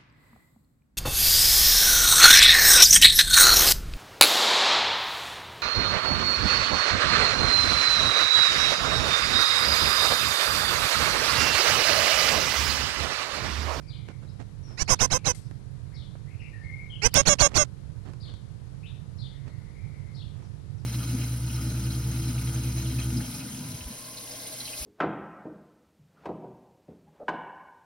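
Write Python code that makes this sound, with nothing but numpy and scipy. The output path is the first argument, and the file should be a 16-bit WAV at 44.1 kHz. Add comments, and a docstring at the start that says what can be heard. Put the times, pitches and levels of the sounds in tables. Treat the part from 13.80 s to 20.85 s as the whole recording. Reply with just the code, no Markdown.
"""A wooden nest box in a garden: a young great tit shuffles and gives two bursts of five harsh notes.
The two sides of its syrinx oscillate at different pitches, and their nonlinear coupling makes a buzz
of sum and difference tones. Claws click, feathers rustle and the beak snaps once.
The right microphone is inside the box, over a low rumble; the left one is outside, with distant birds,
faint air noise, mains hum and one metallic tap."""
import sys
import numpy as np
from scipy import signal
from scipy.fft import rfft, irfft
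from scipy.io import wavfile
from scipy.ndimage import uniform_filter1d

SR = 44100
rng = np.random.default_rng(int(sys.argv[2]) if len(sys.argv) > 2 else 0)


def generate_wav(sig):
    """Save sig (samples, or channels by samples) to the path in sys.argv[1] as 16-bit PCM at SR."""
    pcm = np.round(np.clip(np.atleast_2d(sig).T, -1, 1) * 32767).astype(np.int16)
    wavfile.write(sys.argv[1], SR, pcm)


N = 310905
TREBLE_HZ, EDGE_HZ = 11900, 17000  # low-pass cutoffs: all but the beak snap; everything


def amp(db):
    """The decibel scale: 20 dB is a factor of ten in amplitude."""
    return 10 ** (np.asarray(db) / 20)


def unit(x):
    """Normalisation to rms 1."""
    return x / np.sqrt(np.mean(x ** 2) + 1e-20)


def gain_at(spectrum, hz):
    """Interpolation of a spectrum in dB along a log-frequency axis."""
    knots_hz, db = np.transpose(spectrum)
    return np.interp(np.log(abs(hz) + 1), np.log(knots_hz), db)


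def add(mix, start_s, sound):
    """Superposition: a sound joins the mix at start_s."""
    part = mix[max(round(start_s * SR), 0):][:len(sound)]
    part += sound[:len(part)]


def noise(spectrum, size, treble_db=0):
    """Spectral shaping of white noise, with a treble shelf above 3 kHz; rms 1."""
    hz = np.fft.rfftfreq(size, 1 / SR)
    shelf_db = treble_db * hz ** 2 / (hz ** 2 + 3000 ** 2)
    return unit(irfft(rfft(rng.standard_normal(size)) * amp(gain_at(spectrum, hz) + shelf_db), size))


def wander(rate_hz, size):
    """Gaussian low-pass filtering turns noise into a smooth random curve of rms 1."""
    hz = np.fft.rfftfreq(size, 1 / SR)
    response = np.exp(-.5 * (hz / rate_hz) ** 2) * (hz > 0)
    return unit(irfft(rfft(rng.standard_normal(size)) * response, size))


def lowpass(x, hz):
    """Convolution with a windowed sinc: a steep low-pass on each channel."""
    taps = signal.firwin(255, hz, window=("kaiser", 8), fs=SR)
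    return signal.oaconvolve(x, taps[None, :], "same", axes=-1)


# spectrum of the outdoor air: frequency_hz, relative_density_db
AIR_SPECTRUM = [(20, -18.5), (100, 0.5), (350, 1), (700, -1), (1500, -5.5), (3000, -10.5), (4200, -8.5),
                (6000, -13), (11500, -16.5), (12500, -47)]


def air(level_db=-58.5):
    """Stationary broadband noise: the faint hush outside."""
    return amp(level_db) * noise(AIR_SPECTRUM, N)


# spectrum of the rumble in the box: frequency_hz, relative_density_db
RUMBLE_SPECTRUM = [(10, -23), (28, -8), (65, -4.5), (100, 2), (140, 1.5), (185, -11), (260, -26.5),
                   (500, -36), (1000, -38.5), (1800, -44.5), (3000, -56), (8000, -60.5), (11500, -70.5),
                   (13000, -81)]


def rumble(level_db=-35.5, waver_db=.28):
    """Low-frequency noise under slight random amplitude modulation."""
    return amp(level_db + waver_db * wander(5.4, N)) * noise(RUMBLE_SPECTRUM, N)


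# partials of the mains hum: harmonic_number, level_db
HUM_HARMONICS = [(1, -76.5), (2, -67), (3, -64), (4, -62.5), (5, -62.5), (6, -63.5), (7, -64.5), (8, -67),
                 (9, -66), (10, -68), (11, -72), (12, -77.5), (13, -82.5)]


def hum(mains_hz=49.95):
    """Electrical interference: the outside microphone's lead picks up mains harmonics."""
    cycles = mains_hz * np.arange(N) / SR
    partials = (amp(db) * np.sin(2 * np.pi * (k * cycles + rng.random())) for k, db in HUM_HARMONICS)
    return np.sqrt(2) * sum(partials)


def chirp(length_s, from_hz, to_hz, level_db, warble, bend=1, trill_hz=38, flutter_hz=150):
    """Frequency modulation: a far bird's warbling glide. A bend under 1 moves early, then lingers."""
    t = np.arange(0, length_s, 1 / SR)
    trill = .42 * np.sin(2 * np.pi * (trill_hz * t + rng.random()))
    flutter = .45 * wander(flutter_hz, SR)[:len(t)]
    glide_hz = from_hz * (to_hz / from_hz) ** ((t / length_s) ** bend)
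    hz = glide_hz * (1 + warble * (trill + flutter))
    tone = np.sqrt(2) * np.sin(2 * np.pi * np.cumsum(hz) / SR)
    return amp(level_db) * tone * signal.windows.tukey(len(t), .4)


# one far bird's buzzy, falling call, about once a second: start_s, source_level_db
FALLING_CALLS = [(0.067, -48.5), (1.039, -50.5), (2.132, -50.5), (3.304, -49.5), (4.394, -48.5),
                 (5.372, -46.5), (6.332, -49.5)]
# whistles of other far birds: start_s, length_s, from_hz, to_hz, source_level_db
FAR_WHISTLES = [(0, 0.4, 2360, 2150, -60.5), (.468, .037, 3770, 5070, -57), (0.819, .13, 5790, 5200, -55.5),
                (1.333, 0.055, 3200, 2170, -51.5), (2.115, .052, 1845, 2260, -58),
                (2.46, .1, 1900, 2700, -56), (2.585, .1, 2705, 2310, -46.5),
                (2.724, 0.075, 1872, 1815, -45.5), (2.815, .24, 2120, 2230, -43),
                (3.094, 0.075, 3224, 2907, -39), (5.025, 0.072, 2042, 4300, -47),
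                (5.417, 0.75, 1900, 2150, -63), (5.878, 0.5, 2280, 2040, -61)]


def far_birds(warble_hz_per_octave=1400, max_warble_hz=420, pips_per_s=1.3):
    """Frequency sweeps: a repeated falling call, scattered whistles and faint, thin contact notes."""
    out = np.zeros(N)
    for start_s, db in FALLING_CALLS:
        add(out, start_s, chirp(.115, from_hz=5400, to_hz=3200, level_db=db, warble=.16, bend=.7))
    for start_s, length_s, from_hz, to_hz, db in FAR_WHISTLES:
        # the wider a whistle glides, the deeper it warbles
        depth_hz = min(warble_hz_per_octave * abs(np.log2(to_hz / from_hz)), max_warble_hz)
        add(out, start_s, chirp(length_s, from_hz, to_hz, db, depth_hz / np.sqrt(from_hz * to_hz)))
    for when, pitch in rng.random((round(pips_per_s * N / SR), 2)):
        pip_hz = 5600 * 2 ** (.25 * (2 * pitch - 1))  # within a quarter octave either way
        add(out, when * N / SR, chirp(.035, pip_hz, .72 * pip_hz, level_db=-64, warble=.04))
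    return out


def garden(birds, direct_db=-4, wall_echo_db=-14, wall_delay_s=.086, scatter_db=-2.5, t60_s=.42):
    """Reflection and scattering: a wall repeats the far birds and trees smear them."""
    out = birds.copy()
    add(out, wall_delay_s, amp(wall_echo_db) * birds)
    t = np.arange(SR) / SR
    echoes = rng.standard_normal(SR) * amp(-60 * t / t60_s) * (t > .006)
    scattered = signal.oaconvolve(out, echoes / np.linalg.norm(echoes))[:N]
    return amp(direct_db) * out + amp(scatter_db) * scattered


# spectrum of contact with the wooden floor: frequency_hz, relative_density_db
WOOD_SPECTRUM = [(40, 1), (200, 18), (400, 5.5), (1400, -4), (2200, -10.5), (4000, -19), (8000, -26.5),
                 (11500, -44.5), (16500, -16.5)]


def rub(length_s, level_db, treble_db):
    """Sliding friction: one swell of grainy noise."""
    size = int(length_s * SR)
    grain = unit(amp(2.5 * wander(150, size)) * noise(WOOD_SPECTRUM, size, treble_db))
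    return amp(level_db) * grain * np.sin(np.linspace(0, np.pi, size))


# feet and feathers on the floor: start_s, length_s, level_db
FLOOR_SCUFFS = [(.275, 0.053, -38), (.413, .055, -44.5), (.586, .05, -37.5), (.86, .1, -43),
                (3.687, 0.13, -35.5), (4.234, 0.095, -41), (4.443, 0.094, -46.5), (5.65, .064, -43.5),
                (6.526, .18, -48.5)]


def shuffles():
    """Friction on wood as the bird shifts about."""
    out = np.zeros(N)
    for start_s, length_s, db in FLOOR_SCUFFS:
        add(out, start_s, rub(length_s, db, treble_db=4))
    return out


# strikes of claw and beak: start_s, level_db, treble_db
CLAW_CLICKS = [(.287, -32, -6), (1.712, -33, -13), (2.353, -33, -15), (4.335, -35, 6), (4.538, -37, 14)]


def clicks(decay_s=.0052):
    """Heavily damped impacts: claw and beak make short, dry clicks."""
    out, t = np.zeros(N), np.arange(SR // 20) / SR
    for start_s, db, treble_db in CLAW_CLICKS:
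        add(out, start_s, amp(db) * np.exp(-t / decay_s) * noise(WOOD_SPECTRUM, len(t), treble_db))
    return out


# tones of the coupled voices: low_voice_multiple, high_voice_multiple
COMBINATION_TONES = [(0, 2), (2, 0), (1, 1), (1, 0), (0, 1), (-1, 1), (-2, 2), (2, -1), (-1, 2), (3, -2),
                     (3, 0), (2, 1), (-1, 3), (4, -1), (0, 3), (3, -1), (2, 2), (4, 0)]
# strength of each of those tones: relative_level_db
COMBINATION_DB = [1.5, -3.5, -7, -2, -1.5, -1, -4, -3, -12.5, -7, -8, -4.5, -19, -14, -7.5, -16, -3, -21.5]
# response of throat, beak and box: frequency_hz, gain_db
THROAT_RESPONSE = [(100, -11), (550, -3), (1100, -3.5), (2000, -7), (3300, -12), (3800, -4), (4400, -2.5),
                   (4800, -6.5), (5130, -1), (5520, -1.5), (6100, 2.5), (6800, 0.5), (7500, -5.5),
                   (8700, -10.5), (10200, -20), (11300, -12.5), (11900, -29.5)]


def syrinx(low_hz, high_hz, rough, buzz_db, climb_left, crest, unsettled, shimmer):
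    """Nonlinear coupling: two voices yield tones at sums and differences of their multiples."""
    size = len(low_hz)
    # a rough note has weaker fundamentals, and its difference tone jumps to the octave
    rough_db = 20.5 * (rough - .21)
    voice = np.zeros(size)
    for (m, n), db in zip(COMBINATION_TONES, COMBINATION_DB):
        hz = m * low_hz + n * high_hz
        tone_db = db + gain_at(THROAT_RESPONSE, hz)
        if m + n == 0:  # difference tones need both voices at full swing
            tone_db += buzz_db + (-rough_db if n == 1 else rough_db) - 7 * crest - 8 * climb_left
        if m + n == 1:  # a soft start is rich in the fundamentals
            tone_db += 13 * climb_left * (m * n == 0) - rough_db * (1 - climb_left)
        if (m, n) == (0, 1):  # the high voice whistles through at the crest
            tone_db += 7 * crest ** 2 * unsettled
        if m + n == 2:  # the low voice leads the attack
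            tone_db += 5 * unsettled * (m - 1)
        if m + n > 2:  # upper partials only come with full pressure
            tone_db -= 8 * climb_left
        flutter = np.exp(shimmer * wander(230, size))
        voice += amp(tone_db) * flutter * np.cos(2 * np.pi * (np.cumsum(hz) / SR + rng.random()))
    # levelled, so that air pressure sets the loudness
    return unit(voice / np.sqrt(uniform_filter1d(voice ** 2, size=400)))


# spectrum of a note's air noise: frequency_hz, relative_density_db
BREATH_SPECTRUM = [(30, 3.5), (150, 5.5), (300, 3), (900, 1.5), (1600, -3.5), (3000, -11.5), (4700, -12.5),
                   (6000, -2), (7200, -12.5), (9000, -14), (11500, -19), (13000, -51.5)]


def note(start_s, end_s, level_db, low_hz, high_hz, arch, rough, buzz_db,
         scoop=.23, sag=.024, drift=.0094, jitter=.016, onset_rough=.7, arch_s=.007, fade_s=.017):
    """Airflow-driven oscillation: two voices scoop up through a rough arch, then settle to a buzz."""
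    t = np.arange(start_s, end_s, 1 / SR)
    size = len(t)
    crest_s = start_s + .026 + .032 * np.exp(-abs(arch) / .05)  # flat notes climb for longer
    climb_left = np.clip((crest_s - t) / (crest_s - start_s), 0, 1)
    crest = np.exp(-.5 * ((t - crest_s) / arch_s) ** 2)
    closing = np.clip((t - end_s + fade_s) / fade_s, 0, 1)
    # the membranes vibrate unevenly until the arch has passed, and again as the pressure fails
    unsettled = np.clip((crest_s + .02 - t) / .0054, 0, 1) * min(abs(arch) * 8, 1)
    roughness = rough + (onset_rough - rough) * unsettled + .55 * closing
    glide = 1 - scoop * climb_left ** 1.5 - sag * closing ** 2 + drift * wander(32, size)
    shake = jitter * roughness * (1 - .64 * crest)
    low = low_hz * glide * (1 + .76 * arch * crest) * (1 + .5 * shake * wander(300, size))
    high = high_hz * glide * (1 + arch * crest) * (1 + shake * wander(350, size))
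    voice = syrinx(low, high, rough, buzz_db, climb_left, crest, unsettled, shimmer=.63 * roughness)
    breath = amp(-4) * (.13 + roughness) * noise(BREATH_SPECTRUM, size)
    # the rush of air shakes the nearby microphone, most of all just after the crest
    gust = np.exp(-.5 * ((t - crest_s - .005) / .013) ** 2)
    buffet = amp(-12.5) * (.63 + 2.1 * gust + 2.9 * closing) * wander(120, size)
    attack = np.minimum((t - start_s) / .005, 1)
    effort = amp(level_db - 22 * climb_left ** 1.16) * attack * (1 - closing)
    return effort * (voice + breath + buffet)


# the tit's notes: start_s, end_s, level_db, low_pitch_hz, high_pitch_hz, pitch_arch_fraction,
# roughness_fraction, difference_tone_db
TIT_NOTES = [(.972, 1.035, -18.5, 2336, 2950, 0.013, .42, -16),
             (1.075, 1.151, -14.5, 2574, 3076, 0.084, 0.51, 1),
             (1.188, 1.266, -16, 2586, 3090, 0.24, 0.42, 0.5),
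             (1.299, 1.381, -18.5, 2586, 3089, 0.32, .29, 3.5),
             (1.442, 1.524, -19, 2561, 3054, 0.34, 0.24, 1),
             (3.216, 3.279, -10, 2558, 3023, .02, 0.18, 4.5),
             (3.335, 3.42, -12.5, 2700, 3252, .12, 0.18, 1.5),
             (3.452, 3.546, -13, 2775, 3354, 0.33, .21, -.5),
             (3.584, 3.68, -12.5, 2742, 3319, 0.38, .21, 1.5), (3.74, 3.84, -15, 2700, 3295, .43, .2, 1)]


def tit(ring_db=-17, t60_s=.029):
    """Reverberation in a small enclosure: both bursts, with the faint, short ring of the box."""
    out = np.zeros(N)
    for row in TIT_NOTES:
        add(out, row[0], note(*row))
    t = np.arange(SR // 10) / SR
    ring = rng.standard_normal(len(t)) * amp(-60 * t / t60_s) * (t > .001)
    return out + amp(ring_db) * signal.oaconvolve(out, ring / np.linalg.norm(ring))[:N]


def rustles(lead_s=.005, relative_db=-22):
    """Friction of feathers: a brief, bright rustle as each note ends."""
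    out = np.zeros(N)
    for _, end_s, note_db, *_ in TIT_NOTES:
        add(out, end_s - lead_s, rub(.024, note_db + relative_db, treble_db=24))
    return out


# modes of a thin metal object: frequency_hz, relative_level_db, t60_s
METAL_MODES = [(2100, 11, .08), (3920, -7, .13), (4970, -13, 0.55), (5800, 3, 0.18), (7800, -3, 0.52),
               (8500, 6, 0.31), (9350, 5, 0.18), (9275, -18, .15), (10400, -18, 0.1)]


def tap(start_s=1.547, ring_db=-39, rattle_db=-46, rattle_s=.05):
    """Modal vibration: thin metal, tapped outside, rings and rattles briefly."""
    out, t = np.zeros(N), np.arange(SR // 3) / SR
    ring = sum(amp(db - 60 * t / t60_s) * np.sin(2 * np.pi * hz * t) for hz, db, t60_s in METAL_MODES)
    rattle = np.exp(-t / rattle_s) * noise(AIR_SPECTRUM, len(t), treble_db=21)
    attack = np.minimum(t / .0008, 1)
    add(out, start_s, attack * (amp(ring_db) * ring / abs(ring).max() + amp(rattle_db) * rattle))
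    return out


# spectrum of the beak snap: frequency_hz, relative_density_db
BEAK_SPECTRUM = [(1000, -20), (5000, -9.5), (8000, -7.5), (12000, -8), (16500, -16)]


def snap(start_s=3.342, level_db=-5, decay_s=.00035):
    """A short impulse has a broad spectrum: the beak snaps once as it opens."""
    out, t = np.zeros(N), np.arange(SR // 50) / SR
    add(out, start_s, amp(level_db) * np.exp(-t / decay_s) * noise(BEAK_SPECTRUM, len(t)))
    return out


def scene(inward_db=-15, outward_db=-56):
    """Transmission loss: a little birdsong crosses the wall between garden (left) and box (right)."""
    near, far = tit(), garden(far_birds())
    outside = far + tap() + hum() + air() + amp(outward_db) * near
    inside = near + rumble() + shuffles() + rustles() + clicks() + amp(inward_db) * far
    out = lowpass(np.array([outside, inside]), TREBLE_HZ)
    out[1] += snap()
    return out


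def record(dry, ceiling=.7):
    """Soft saturation: the small microphones round off the loudest peaks; then the band limit."""
    distortion = ceiling * np.tanh(dry / ceiling) - dry
    return lowpass(dry + lowpass(distortion, TREBLE_HZ), EDGE_HZ)


dry = scene()
out = record(dry)
generate_wav(out)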